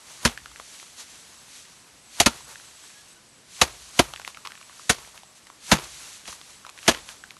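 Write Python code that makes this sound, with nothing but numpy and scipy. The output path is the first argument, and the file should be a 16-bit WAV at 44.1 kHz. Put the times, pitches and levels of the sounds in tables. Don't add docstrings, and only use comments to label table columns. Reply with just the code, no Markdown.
import sys
import numpy as np
from scipy import signal
from scipy.fft import rfft, irfft, next_fast_len
from scipy.io import wavfile
from scipy.ndimage import uniform_filter1d

SR = 44100
rng = np.random.default_rng(int(sys.argv[2]) if len(sys.argv) > 2 else 0)


def to_wav(sig):
    pcm = np.clip(np.atleast_2d(sig), -1, 1) * 32767
    pcm = np.round(pcm).astype(np.int16)
    wavfile.write(sys.argv[1], SR, pcm.T)


def to_linear_factor(level_db):
    exponent = np.asarray(level_db, float) / 20
    return 10 ** exponent


N = 325878
T = np.arange(N) / SR

# start in seconds, level in dB (the first 10 ms lie 8 dB under it
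# in rms), treble in dB (-12.5 leaves the slap's colour alone), slap t60 in seconds before each band's
# share, pattering tail in dB relative to the slap.
BLOW_TIMES = [(0.249, -5.5, -10, 0.063, -26.5), (2.1993, -1.5, -8, 0.055, -25),
              (2.2589, -2, -10, 0.053, -27.5), (3.6123, -0.5, -10.5, 0.055, -27),
              (3.9895, -0.5, -12, 0.055, -28), (4.893, -5, -8.5, 0.069, -24.5),
              (5.7138, -1.5, -12, 0.068, -22), (6.2747, -29, -9, 0.042, -17.5),
              (6.877, -3, -11, 0.06, -20.5)]
# time in seconds, rustle level in dB before flicker.
HANDLING_LEVELS = [(0, -57), (.12, -47.5), (.45, -53.5), (.65, -49), (1.1, -55), (1.4, -54), (1.7, -52),
                   (1.85, -59), (2.1, -61), (2.35, -47.5), (2.65, -51), (3.1, -53.5), (3.2, -68),
                   (3.5, -80), (3.7, -48.5), (4.05, -48.5), (4.4, -56), (4.8, -51), (5.05, -51), (5.3, -60),
                   (5.6, -62), (5.85, -45), (6.15, -45), (6.25, -54.5), (6.5, -50.5), (6.7, -58.5),
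                   (7.0, -49), (7.25, -55), (7.39, -60.5)]


def level(x, db):
    return x * to_linear_factor(db) / np.sqrt(np.mean(x ** 2))


def read(table, hz, column):
    rows = np.array(table)
    return np.interp(np.log(np.maximum(hz, 1)), np.log(rows[:, 0]), rows[:, column])


def colour(x, table):
    size = next_fast_len(len(x))
    hz = np.arange(size // 2 + 1) * SR / size
    return irfft(rfft(x, size) * to_linear_factor(read(table, hz, column=1)), size)[:len(x)]


def ring(x, hz, t60):
    pole = np.exp(2j * np.pi * hz / SR - np.log(1000) / (t60 * SR))
    return signal.lfilter([1], [1, -pole], x).imag


def band(x, hz, width_hz):
    b, a = signal.iirpeak(min(hz, 0.45 * SR), hz / width_hz, SR)
    return signal.lfilter(b, a, x)


def walk(rate):
    hold = int(SR / rate)
    steps = np.repeat(rng.standard_normal(N // hold + 1), hold)
    return 1.4 * uniform_filter1d(uniform_filter1d(steps, hold), hold)[:N]


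def crackle(length, grit_db):
    sizes_db = grit_db * np.minimum(rng.exponential(size=length), 5)
    return level(rng.standard_normal(length) * to_linear_factor(sizes_db), 0)


def add(out, s, sound):
    i = int(s * SR)
    out[i:i + len(sound)] += sound[:N - i]


def straw():
    # landing in seconds, swing length in seconds,
    # rustle level at landing in dB.
    swings = [(0.252, 0.069, -42), (2.204, .14, -42), (3.613, 0.17, -42.5), (4.002, 0.087, -37),
              (4.915, 0.23, -46), (5.723, 0.14, -36.5), (6.876, 0.14, -43)]
    # middle in seconds, length in seconds, rustle level in dB,
    # crunch in dB over that rustle.
    shakes = [(0.76, .2, -48.5, -24), (1.004, 0.066, -42, -10), (1.207, 0.41, -50, -22),
              (1.573, 0.15, -47.5, -23), (2.508, 0.073, -50.5, 6), (4.283, 0.072, -46, -5),
              (4.486, 0.12, -58, 6), (5.167, .06, -55, 5.5), (5.373, 0.045, -51.5, -9),
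              (5.842, 0.012, -40, -15), (6.307, 0.11, -43, -12), (6.698, 0.0043, -40.5, -10),
              (7.106, 0.079, -45, -4), (7.318, 0.014, -59, 8)]
    # frequency in Hz, level in dB per Hz (relative).
    rustle_colour = [(880, -21), (1500, -6.5), (4470, -1.5), (4970, -4.5), (6150, 0), (10400, -8),
                     (11200, -5.5), (12100, -20), (12500, -32), (16200, -53), (22000, -120)]
    # frequency in Hz, level in dB per Hz (relative).
    crunch_colour = [(250, -8), (500, -5), (1100, 1), (2000, -7), (3500, -12)]

    busy_db = np.interp(T, *np.array(HANDLING_LEVELS).T)
    rustle_power = to_linear_factor(busy_db) ** 2
    crunch_power = to_linear_factor(-57 + 0.51 * (busy_db + 50.5)) ** 2

    brush_s, brush_db = 0.016, 7
    for s, length, db in swings:
        before = T < s
        rise = np.clip(1 + (T - s) / length, 0, 1) ** 2.3
        rustle_power = rustle_power + before * to_linear_factor(db) ** 2 * rise
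        brush = to_linear_factor(db + brush_db) * np.exp(np.minimum(T - s, 0) / brush_s)
        crunch_power = crunch_power + before * brush ** 2

    settle_s, settle_db = 0.055, -6
    for s, db, _, _, tail_db in BLOW_TIMES:
        settle = to_linear_factor(db + tail_db + settle_db) * np.exp(-np.maximum(T - s, 0) / settle_s)
        crunch_power = crunch_power + (T > s) * settle ** 2

    for s, length, db, crunch_db in shakes:
        swell = np.exp(-(2 * (T - s) / length) ** 2) ** 2
        rustle_power = rustle_power + to_linear_factor(db) ** 2 * swell
        crunch_power = crunch_power + to_linear_factor(db + crunch_db) ** 2 * swell

    fine = level(colour(crackle(N, grit_db=2.5), rustle_colour), 0)
    fine = fine * to_linear_factor(0.57 * walk(30) + 0.9 * walk(10))
    coarse = level(colour(crackle(N, grit_db=4.0), crunch_colour), 0)
    coarse = coarse * to_linear_factor(1.5 * walk(60) + 1.5 * walk(12))
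    return fine * np.sqrt(rustle_power) + coarse * np.sqrt(crunch_power)


def air():
    # frequency in Hz, level in dB per Hz (relative).
    air_colour = [(20, -1), (45, -3.5), (100, -5), (200, -4.5), (400, -9), (1000, -10.5), (3500, -11.5),
                  (6000, -11.5), (11500, -17.5), (12500, -54)]
    return level(colour(rng.standard_normal(N), air_colour), -55) * to_linear_factor(0.7 * walk(3))


def insects():
    # centre in Hz, width in Hz of each of two filter passes, rms level in dB.
    insect_bands = [(7640, 190, -71), (7820, 190, -64.5), (8160, 140, -70.5)]
    chirr_hz, first_peak_s, chirr_db = 4.63, 0.095, 3.5
    out = np.zeros(N)
    for hz, width_hz, db in insect_bands:
        buzz = band(band(rng.standard_normal(N), hz, width_hz), hz, width_hz)
        chirr = chirr_db * np.cos(2 * np.pi * chirr_hz * (T - first_peak_s))
        flutter = 1.5 * walk(3) + 3.5 * walk(40)
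        out = out + level(buzz * to_linear_factor(chirr + flutter), db)
    return out


def whistles():
    # start in seconds, length in seconds, mean pitch in Hz, peak of the note in dB,
    # octave in dB over the note.
    chirps = [(2.815, .06, 1690., -57, -3), (2.925, .11, 1670., -55, -8), (3.145, .06, 1490., -58.5, -10)]
    waver = 1 + 0.01 * walk(40)
    out = np.zeros(N)
    for s, length, hz, db, octave_db in chirps:
        phase = 2 * np.pi * np.cumsum(hz * waver) / SR
        swell = np.sin(np.pi * np.clip((T - s) / length, 0, 1))
        out = out + to_linear_factor(db) * swell * (np.sin(phase) + to_linear_factor(octave_db) * np.sin(2 * phase))
    return out


def blow(treble_db, t60, tail_db):
    # frequency in Hz, level in dB per Hz (relative).
    slap_colour = [(180, -34), (300, -1.5), (814, -1.5), (1890, -6), (2750, -5.5), (4530, -8.5),
                   (4980, -12), (6390, -9), (7950, -17), (11400, -17), (12500, -31), (16200, -51),
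                   (22000, -120)]
    # frequency in Hz, arrival lag in seconds,
    # share of the slap t60 as a ratio.
    slap_spread = [(302, 0.0079, 0.77), (1000, 0.0042, 0.91), (2900, 0.00023, 1.11),
                   (11600, 0.000055, 1.19)]
    tail_t60, usual_treble_db = 0.34, -12.5
    contact_s = 0.071 * t60

    t = T[:SR // 2]
    stalks = colour(crackle(len(t), grit_db=2.5), slap_colour)
    steps = np.repeat(rng.standard_normal(len(t) // 200 + 1), 200)[:len(t)]
    clumps = to_linear_factor(3.7 * uniform_filter1d(steps, size=100))
    out = 0
    for hz in 300 * np.sqrt(2) ** np.arange(11):
        since = np.maximum(t - read(slap_spread, hz, column=1), 0)
        rise = 1 - np.exp(-(since / 0.0018) ** 2)
        after = np.maximum(since - contact_s, 0)
        slap_t60 = t60 * read(slap_spread, hz, column=2)
        slap_fall = clumps ** 0.26 * to_linear_factor(-60 * after / slap_t60)
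        dull_db = 4.0 * max(np.log2(hz / 3500), 0)
        patter = clumps * to_linear_factor(tail_db - dull_db - 60 * after / tail_t60)
        tilt_db = (treble_db - usual_treble_db) * np.clip(np.log2(hz / 2500), -1, 2) / 0.98
        out = out + to_linear_factor(tilt_db) * rise * (slap_fall + patter) * band(stalks, hz, 0.5 * hz)
    return to_linear_factor(-8.0) * out / np.sqrt(np.mean(out[:SR // 100] ** 2))


def shudder(t, pulse, shudder_db):
    # frequency in Hz, level in dB per Hz (relative).
    shudder_colour = [(25, -22), (45, -5.5), (60, 1.5), (90, -20.5), (140, -8.5), (250, -39.5)]
    thump_hz, thump_t60, thump_lag_s, thump_db = 70.6, 0.08, 0.0059, 19.5
    shaking = level(colour(rng.standard_normal(len(t)), shudder_colour), shudder_db)
    shaking = shaking * (1 - np.exp(-t / 0.007)) * to_linear_factor(-60 * t / 0.95)
    late_pulse = np.interp(t - thump_lag_s, t, pulse)
    thump = ring(np.gradient(late_pulse), thump_hz, thump_t60)
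    return shaking + to_linear_factor(shudder_db + thump_db) * thump / np.abs(thump).max()


def knock(low_hz, high_hz, high_db, shudder_db):
    # frequency in Hz, t60 in seconds.
    low_modes = [(115, 0.13), (145, 0.14), (190, 0.069), (235, 0.085), (275, 0.039), (350, 0.064),
                 (430, 0.018)]
    # frequency in Hz, t60 in seconds.
    high_modes = [(630, 0.017), (700, 0.034), (815, 0.032), (915, 0.058), (1240, 0.024), (1370, 0.078),
                  (1530, 0.018), (1690, 0.043)]
    lag_s = 0.0037
    t = np.maximum(T[:SR // 2] - lag_s, 0)
    pulse = t * np.exp(-t / 0.0031)
    pulse = pulse / pulse.sum()
    push = pulse * rng.standard_normal(len(t))
    balanced_push = push - push.sum() * pulse
    low = 0
    for hz, t60 in low_modes:
        mode = ring(balanced_push, hz, t60)
        octaves_off = np.log2(hz / low_hz)
        low = low + mode / np.abs(mode).max() / (1 + (octaves_off / 0.26) ** 2)
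    high = 0
    for hz, t60 in high_modes:
        octaves_off = np.log2(hz / high_hz)
        high = high + ring(push, hz, t60) / (1 + (octaves_off / 0.045) ** 2)
    plank = low / np.abs(low).max() + to_linear_factor(high_db) * high / np.abs(high).max()
    return to_linear_factor(2.0) * plank + shudder(t, pulse, shudder_db)


def snap(hz, treble_db):
    t = T[:SR // 10]
    burst = crackle(len(t), grit_db=2.5) * (t / 0.0005) ** 2 * np.exp(-t / 0.00047)
    crush = to_linear_factor(-28) * crackle(len(t), grit_db=3.0) * np.exp(-t / 0.019)
    cracks = burst / np.abs(burst).max() + crush
    ring_t60 = max(0.0049 * to_linear_factor(-0.17 * treble_db), 0.002)
    body = np.diff(ring(cracks, hz, ring_t60), prepend=0)
    edge = band(band(cracks, 2400.0, 2400.0), 2400.0, 2400.0)
    both = body / np.abs(body).max() + to_linear_factor(treble_db) * edge / np.abs(edge).max()
    return both / np.abs(both).max()


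def add_faint_snaps(out):
    count, usual_db = 45, 9
    for when, size, pitch, edge in rng.random((count, 4)):
        s = when * T[-1]
        busy_db = np.interp(s, *np.array(HANDLING_LEVELS).T)
        peak_db = busy_db + usual_db + 8 * (size - 0.5)
        add(out, s, to_linear_factor(peak_db) * snap(900 * 2.5 ** pitch, -12 * edge))


def scene():
    # level in dB (the low modes peak 2 dB over it),
    # low pitch nearest the struck spot in Hz, high pitch in Hz, high modes in dB over the low ones,
    # the poles' shudder in dB relative to the row's level, before its rise and fade.
    plank_answers = [(-13.5, 220, 1570, 2, -30.5), (-17, 265, 750, 7.5, -29), (-12, 274, 1100, 0, -39),
                     (-15, 280, 950, -4.5, -30.5), (-8.5, 375, 560, -3, -36.5),
                     (-18.5, 308, 1556, 12, -33.5), (-8.5, 187, 810, -0.5, -36.5), (-41, 168, 900, -5, -25),
                     (-16, 230, 1710, -2.5, -31)]
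    # start in seconds, peak in dB, ring in Hz,
    # treble in dB over the ring.
    snap_times = [(0.276, -16.5, 1350, 10), (0.296, -26, 1220, 1), (0.375, -22.5, 1750, -20),
                  (0.458, -27, 1450, -9), (0.559, -27.5, 1540, -11), (0.598, -27, 1030, -15),
                  (0.798, -31.5, 2230, 0), (0.828, -31.5, 1160, -6), (2.556, -28, 1740, -4),
                  (2.598, -34, 1460, -4), (4.073, -36, 1960, -5), (4.136, -21.5, 1150, -3.5),
                  (4.16, -24, 1790, 3), (4.174, -35, 2100, -2), (4.197, -27, 1180, -11),
                  (4.216, -32, 1360, -5), (4.248, -22.5, 2040, 2), (4.276, -20, 1080, -4.5),
                  (4.346, -27.5, 2200, -4), (4.371, -29, 1280, -10), (4.45, -28, 1080, -5),
                  (4.453, -22, 1290, -7), (4.457, -31, 1000, 3), (4.461, -27, 930, -7),
                  (4.472, -18, 1200, 0), (4.506, -32, 1600, -15), (4.519, -25.5, 1740, -15),
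                  (4.552, -32, 1680, -10), (4.576, -34, 1470, -7), (4.612, -32.5, 1030, -8),
                  (4.627, -34, 2300, -2), (4.695, -36, 1080, -25), (4.795, -33.5, 1060, -13),
                  (5.048, -36.5, 1820, -5), (5.075, -37, 795, -3), (5.176, -31, 2260, 5),
                  (5.233, -32, 790, -3.5), (5.469, -34.5, 1500, -6), (5.5, -29.5, 1094, -21),
                  (5.763, -27, 1550, -9), (5.77, -20, 1270, -6), (5.838, -40, 877, -11),
                  (6.255, -32.5, 1510, 9), (6.327, -30.5, 1150, -21), (6.413, -31, 1400, 2),
                  (6.649, -27.5, 1330, -13), (6.665, -30.5, 1040, -6), (6.692, -27.5, 1020, -2),
                  (6.776, -28.5, 1710, -5), (6.788, -29.5, 2430, 4), (6.829, -31, 2400, -3),
                  (6.866, -25, 2200, 0), (6.895, -9.5, 1000, 4), (6.94, -23, 2000, -3),
                  (6.947, -24, 1500, 0), (6.986, -35, 2010, -7), (7.089, -24, 1590, -2),
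                  (7.238, -27, 1500, -14), (7.306, -27.5, 2380, 0), (7.367, -37, 1200, -7)]
    out = straw() + air() + insects() + whistles()
    for (s, db, *slap), (knock_db, *plank) in zip(BLOW_TIMES, plank_answers):
        add(out, s, to_linear_factor(db) * blow(*slap) + to_linear_factor(knock_db) * knock(*plank))
    for s, db, hz, treble_db in snap_times:
        add(out, s, to_linear_factor(db) * snap(hz, treble_db))
    add_faint_snaps(out)
    return out[None]


def band_limit(x):
    return signal.sosfilt(signal.butter(12, 12680, fs=SR, output="sos"), x)


def record(dry):
    bass_cut = signal.butter(2, 55, "high", fs=SR, output="sos")
    top_cut = signal.ellip(10, 0.3, 60, 12350, fs=SR, output="sos")
    rounded = np.tanh(1.15 * signal.sosfilt(bass_cut, dry)) / 1.15
    return band_limit(signal.sosfilt(top_cut, rounded))


dry = scene()
out = record(dry)
to_wav(out)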